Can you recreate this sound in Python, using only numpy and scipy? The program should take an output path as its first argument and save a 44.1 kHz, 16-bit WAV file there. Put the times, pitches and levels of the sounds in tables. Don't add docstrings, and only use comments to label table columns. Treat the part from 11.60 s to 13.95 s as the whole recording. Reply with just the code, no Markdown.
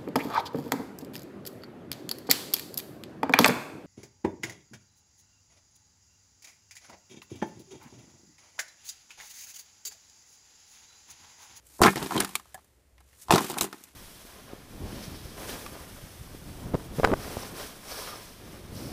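import sys
import numpy as np
from scipy import signal
from scipy.fft import rfft, irfft
from scipy.io import wavfile

SR = 44100
rng = np.random.default_rng(int(sys.argv[2]) if len(sys.argv) > 2 else 0)


def to_wav(sig):
    pcm = np.clip(np.atleast_2d(sig), -1, 1) * 32767
    pcm = np.round(pcm).astype(np.int16)
    wavfile.write(sys.argv[1], SR, pcm.T)


N = 103635
TIME_S = np.arange(N) / SR
HIT_S = np.arange(SR // 4) / SR

# frequency in Hz, relative spectral density in dB.
AIR_SPECTRUM = [(20, -11), (35, -15.5), (48, -10), (63, 2), (85, -7), (130, -15), (200, -23), (330, -22),
                (550, -20.5), (800, -29.5), (1300, -32.5), (2100, -31), (3000, -36), (8000, -38),
                (15000, -43)]
# time in seconds, gain in dB.
AIR_SWELL = [(0, 3), (.12, -2), (.5, 0), (1.0, 1), (1.3, 2.5), (1.65, 1.5), (2.2, -5.5), (2.35, 0)]
# time in seconds, level in dB.
RUSTLE_LEVELS = [(0, -81), (.06, -63.5), (.13, -57), (0.198, -54.5), (0.262, -78.5), (1.45, -78),
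                 (1.58, -62), (1.626, -47.5), (1.655, -61), (1.70, -62.5), (1.75, -85)]
# frequency in Hz, gain in dB.
RUSTLE_SPECTRUM = [(200, -26), (1000, -9.5), (3000, -8), (7000, 0.5), (10000, 0.5), (13000, -3.5),
                   (16000, -7)]
# start in seconds, hollow boom in dB, wall knock in dB, knock pitch in Hz,
# stone crack in dB, gritty tick in dB.
CONTACTS = [ (.068, -80, -88, 1000, -69, -54), (.193, -45, -42, 900, -65, -54),
            (0.2039, -30.5, -30.5, 600, -76, -88), (0.2165, -15, -14.5, 1047, -34.5, -24),
            (0.224, -26.5, -23.5, 996, -30, -30), (.235, -18, -16.5, 1400, -20, -38),
            (0.243, -20.5, -23.5, 1170, -55, -42.5), (0.2488, -19, -17, 1300, -29.5, -43),
            (.259, -15.5, -15.5, 1100, -29.5, -38), (0.2642, -18.5, -17, 1600, -28, -30.5),
            (0.271, -57, -20, 1300, -46.5, -44), (.280, -21.5, -19, 1600, -40.5, -51.5),
            (0.305, -33, -48, 1500, -46, -41), (.331, -44.5, -39, 1150, -61, -64),
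            (.358, -31, -33.5, 1940, -40.5, -37.5), (.369, -30.5, -36.5, 980, -40, -60),
            (0.3763, -44, -37, 790, -38.5, -57), (.427, -34, -37, 1100, -37.5, -40),
            (0.46, -39.5, -44, 800, -41.5, -53), (.509, -54, -30, 1050, -48.5, -48),
            (0.521, -35.5, -30, 1040, -47, -46), (.555, -28.5, -34.5, 855, -45, -56),
            (.564, -29.5, -28, 969, -36, -43), (0.579, -29, -42, 1374, -36, -38.5),
            (0.587, -29, -59, 902, -52, -55), (0.596, -36, -59, 890, -49.5, -59),
            (0.602, -54, -61, 1500, -28, -27.5), (0.6044, -36.5, -27.5, 1700, -44.5, -26),
            (.622, -35.5, -38, 1000, -38.5, -50.5), (0.635, -38.5, -42.5, 990, -46, -46),
            (0.647, -44, -34.5, 1300, -36.5, -34.5), (0.691, -48, -47.5, 900, -50.5, -46.5),
            (0.7536, -53, -39.5, 1232, -32, -27), (0.797, -68, -48, 1152, -56, -55),
            (0.856, -77, -59.5, 1008, -68, -64), (0.9443, -56, -48.5, 806, -52.5, -42),
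            (.977, -80.5, -53, 847, -69, -73.5), (0.989, -72, -58.5, 1190, -70, -70.5),
            (1.045, -70.5, -72.5, 1200, -76, -63), (1.380, -81.5, -61, 1980, -66.5, -70),
            (1.405, -72, -60.5, 1255, -66.5, -63.5), (1.530, -77, -63.5, 1802, -71.5, -69),
            (1.684, -56, -39, 980, -51.5, -56.5), (1.696, -47.5, -31.5, 883, -54, -64.5),
            (1.707, -28, -13.5, 892, -25.5, -33.5), (1.7121, -27.5, -26.5, 900, -31.5, -25.5),
            (1.723, -21, -20, 958, -23.5, -34.5), (1.737, -15, -23, 886, -27.5, -39.5),
            (1.747, -22.5, -29, 960, -27, -53), (1.758, -27.5, -21, 980, -28, -29.5),
            (1.781, -49, -25.5, 1160, -30, -52), (1.789, -45, -54, 980, -42, -60),
            (1.807, -32.5, -31, 940, -53, -42), (1.845, -41.5, -41, 1320, -42, -38.5),
            (1.899, -35.5, -36.5, 740, -42.5, -35.5), (1.9065, -50, -59, 920, -40.5, -45),
            (1.915, -43, -44, 900, -49, -38), (1.9411, -55, -42, 1300, -45.5, -47),
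            (1.969, -38, -32.5, 1010, -66, -56), (1.978, -69, -66, 1190, -56, -38),
            (1.9846, -44, -40, 1010, -33, -30), (2.0097, -33, -29.5, 1130, -26.5, -23.5),
            (2.021, -34.5, -39.5, 960, -47, -28), (2.031, -39, -44, 980, -40, -32),
            (2.042, -33.5, -38.5, 910, -55, -33), (2.128, -46.5, -40.5, 1370, -45.5, -48.5),
            (2.238, -64, -73, 1487, -58.5, -44.5)]
# frequency in Hz, level in dB, T60 in seconds.
HOLLOW_MODES = [(100, -10, 0.12), (151.4, -3.5, .12), (194.3, -1, 0.24), (236.3, -5, .09), (265, -1, 0.078),
                (328, -0.5, .09), (350, 0, 0.037), (387.6, 2.5, 0.094), (456, -2.5, 0.06), (499, -9, 0.052),
                (598.5, -7.5, 0.051)]
# frequency in Hz, level in dB, T60 in seconds.
WALL_MODES = [(708.5, 7, 0.038), (798.4, 2.5, 0.054), (874, -2.5, .08), (1039.8, 4, 0.044),
              (1285, -1, 0.054), (1373, -11.5, .13), (1654, -8.5, 0.088), (1797, -5, .11),
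              (2166, 0.5, 0.071), (2443, -3.5, .09)]
# frequency in Hz, gain in dB.
TICK_SPECTRUM = [(300, -38.5), (2500, -14), (5000, -9), (7000, 2.5), (10000, 1), (13000, -2.5), (16000, -1)]
# time in seconds, grit in dB, bin rumble in dB.
SLIDE_LEVELS = [(0, -74, -80.5), (0.202, -63.5, -66), (0.227, -29, -38.5), (.3, -37.5, -45.5),
                (0.348, -47.5, -69.5), (.37, -43.5, -38), (.44, -43.5, -35), (.49, -44.5, -47),
                (.54, -41, -31.5), (.62, -45, -34), (.68, -49, -52), (0.746, -53.5, -54.5), (.83, -64, -70),
                (.93, -64.5, -81.5), (1.1, -74.5, -75), (1.3, -86, -82), (1.5, -68.5, -83.5),
                (1.661, -68.5, -69.5), (1.702, -61.5, -67.5), (1.72, -31, -27), (1.78, -37, -27.5),
                (1.84, -39, -38), (1.91, -43, -40.5), (1.96, -49.5, -43.5), (2.051, -41.5, -43.5),
                (2.081, -55, -50), (2.12, -60, -60.5), (2.15, -55.5, -51), (2.25, -57.5, -69),
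                (2.35, -66.5, -66)]
# frequency in Hz, gain in dB.
GRIT_SPECTRUM = [(200, -20.5), (1000, 2.5), (2500, 2), (4500, 0), (8000, -1), (12000, -1.5), (16000, -10)]
# frequency in Hz, gain in dB.
RUMBLE_SPECTRUM = [(20, -19), (80, -13), (190, -0.5), (270, 2), (380, 1), (550, -13.5), (850, -4),
                   (1300, -9.5), (2500, -18), (8000, -45)]
# start in seconds, level in dB.
WEIGHT_THUDS = [(0.2062, -22.5), (0.217, -25.5), (0.399, -45), (0.429, -44), (.578, -52.5), (0.605, -42.5),
                (1.696, -29.5), (1.725, -37.5), (2.009, -41)]
# start in seconds, lower ring in Hz, its level in dB, upper ring in Hz,
# its level in dB, T60 in seconds.
STONE_CLACKS = [(0.234, 1580, -34, 4590, -24.5, 0.015), (0.577, 3144, -30.5, 3960, -35, 0.037),
                (0.6041, 1640, -30.5, 9460, -27, 0.019), (.7543, 1200, -37, 2340, -28.5, 0.018),
                (0.7555, 3710, -36, 9730, -34, 0.014), (0.945, 754, -42, 1703, -46.5, 0.051),
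                (1.707, 1733, -29, 2510, -28, 0.021), (1.781, 2000, -31, 3680, -41, .025),
                (1.9845, 2227, -44.5, 3713, -39, 0.026), (2.0106, 3900, -31.5, 6980, -36, 0.042)]


def amp(db):
    return 10 ** (np.asarray(db) / 20)


def unit_rms(x):
    return x / np.sqrt(np.mean(x ** 2) + 1e-20)


def unit_hit(x, onset_s=.009):
    return x / np.sqrt(np.mean(x[:round(onset_s * SR)] ** 2) + 1e-20)


def decay(t60_s):
    return amp(-60 * HIT_S / t60_s)


def envelope(times_s, levels_db):
    return amp(np.interp(TIME_S, times_s, levels_db))


def add(mix, start_s, sound):
    part = mix[round(start_s * SR):][:len(sound)]
    part += sound[:len(part)]


def butter(x, kind, hz, order):
    return signal.sosfilt(signal.butter(order, hz, kind, fs=SR, output="sos"), x)


def band(x, hz, q):
    b, a = signal.iirpeak(hz, q / 2, fs=SR)
    return signal.lfilter(b, a, signal.lfilter(b, a, x))


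def colour(x, spectrum, fft_size=4096):
    hz, db = np.transpose(spectrum)
    bins_hz = abs(np.fft.fftfreq(fft_size, 1 / SR))
    log_gain = np.log(amp(np.interp(np.log(bins_hz + 1), np.log(hz), db)))
    response = np.exp(np.conj(signal.hilbert(log_gain)))
    taps = np.fft.ifft(response).real[:fft_size // 2]
    return signal.fftconvolve(x, taps)[:len(x)]


def air(level_db=-63.5, swell_below_hz=130):
    hz, db = np.transpose(AIR_SPECTRUM)
    bins_hz = np.fft.rfftfreq(N, 1 / SR)
    gain = amp(np.interp(np.log(bins_hz + 1), np.log(hz + 1), db))
    wash = unit_rms(irfft(rfft(rng.standard_normal(N)) * gain, N))
    low = irfft(rfft(wash) * (bins_hz < swell_below_hz), N)
    return amp(level_db) * (wash - low + low * envelope(*np.transpose(AIR_SWELL)))


def grains(per_s, spread_db=4.5):
    size = amp(spread_db * np.minimum(rng.exponential(1, N), 4))
    return size * rng.choice([-1, 1], N) * (rng.random(N) < per_s / SR)


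def scratch(grain_s=.0022, depth=.56):
    pole = np.exp(-1 / (grain_s * SR))
    energy = signal.lfilter([1], [1, -pole], grains(per_s=5000) ** 2)
    return unit_rms(energy ** depth) * rng.standard_normal(N)


def rustle():
    return envelope(*np.transpose(RUSTLE_LEVELS)) * unit_rms(colour(scratch(), RUSTLE_SPECTRUM))


def ring(modes, spread_db=1.5):
    hz, db, t60_s = np.transpose(modes)[:, :, None]
    strength = amp(db + spread_db * rng.standard_normal(hz.shape))
    sign = rng.choice([-1, 1], hz.shape)
    return (sign * strength * decay(t60_s) * np.sin(2 * np.pi * hz * HIT_S)).sum(0)


def burst(t60_s, tail_db=-23.5, tail_t60_s=.15):
    return rng.standard_normal(len(HIT_S)) * (decay(t60_s) + amp(tail_db) * decay(tail_t60_s))


def wall_knock(hz, ring_db=-15, dent_db=-2, dent_rise_s=.00036):
    wall = band(burst(t60_s=.047) + amp(ring_db) * ring(WALL_MODES), hz, q=1.3)
    wall = butter(wall, "highpass", hz=556, order=4)
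    wall = butter(wall, "lowpass", hz=1.61 * hz, order=4)
    rise = 1 - np.exp(-HIT_S / dent_rise_s)
    dent = np.sin(2 * np.pi * hz * HIT_S) * rise * decay(t60_s=.013)
    return unit_hit(wall) + amp(dent_db) * rng.choice([-1, 1]) * unit_hit(dent)


def hollow_boom(free_share=.5, damping_t60_s=.095):
    hollow = butter(ring(HOLLOW_MODES), "highpass", hz=80, order=2)
    return hollow * (free_share + (1 - free_share) * decay(damping_t60_s))


def knocks():
    out = np.zeros(N)
    for start_s, boom_db, knock_db, knock_hz, crack_db, tick_db in CONTACTS:
        knock = wall_knock(knock_hz)
        crack = band(burst(t60_s=.031), hz=3500, q=1.6)
        tick = colour(burst(t60_s=.022), TICK_SPECTRUM)
        boom = hollow_boom()
        for sound, db in (knock, knock_db), (crack, crack_db), (tick, tick_db), (boom, boom_db):
            add(out, start_s, amp(db) * unit_hit(sound))
    return out


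def slide(ring_gain=.33):
    times_s, grit_db, rumble_db = np.transpose(SLIDE_LEVELS)
    grit = unit_rms(colour(scratch(), GRIT_SPECTRUM))
    slips = grains(per_s=700)
    ringing = signal.fftconvolve(slips, ring(HOLLOW_MODES) + .5 * ring(WALL_MODES))[:N]
    shaking = colour(slips, RUMBLE_SPECTRUM)
    rumble = unit_rms(unit_rms(shaking) + ring_gain * unit_rms(ringing))
    return envelope(times_s, grit_db) * grit + envelope(times_s, rumble_db) * rumble


def crumbs(per_s=41, above_grit_db=3.52):
    snaps = np.zeros(N)
    times_s, grit_db, _ = np.transpose(SLIDE_LEVELS)
    for start_s in TIME_S[rng.random(N) < per_s / SR]:
        level_db = np.interp(start_s, times_s, grit_db) + above_grit_db
        add(snaps, start_s, amp(level_db) * decay(t60_s=.012))
    return snaps * unit_rms(colour(rng.standard_normal(N), TICK_SPECTRUM))


def thuds(hz=55.6, decay_s=.011):
    out = np.zeros(N)
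    push = unit_hit(np.sin(2 * np.pi * hz * HIT_S) * np.exp(-HIT_S / decay_s))
    for start_s, db in WEIGHT_THUDS:
        add(out, start_s, amp(db) * push)
    return out


def clacks(neighbour_ratio=1.06, neighbour_db=-9, grit_db=-7):
    out = np.zeros(N)
    for start_s, low_hz, low_db, high_hz, high_db, t60_s in STONE_CLACKS:
        for hz, db in (low_hz, low_db), (high_hz, high_db):
            pair = unit_hit(ring([(hz, 0, t60_s), (hz * neighbour_ratio, neighbour_db, t60_s)]))
            grit = unit_hit(band(burst(t60_s), hz, q=12))
            add(out, start_s, amp(db) * unit_hit(pair + amp(grit_db) * grit))
    return out


def scene():
    mix = knocks() + clacks() + thuds() + slide() + crumbs() + rustle() + air()
    return butter(mix, "highpass", hz=53, order=1)[None]


def record(dry, ceiling=.8, cutoff_hz=15400):
    rounded = dry / (1 + (dry / ceiling) ** 4) ** (1 / 4)
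    taps = signal.firwin(255, cutoff_hz, window=("kaiser", 9), fs=SR)
    return signal.oaconvolve(rounded, taps[None], "same")


dry = scene()
out = record(dry)
to_wav(out)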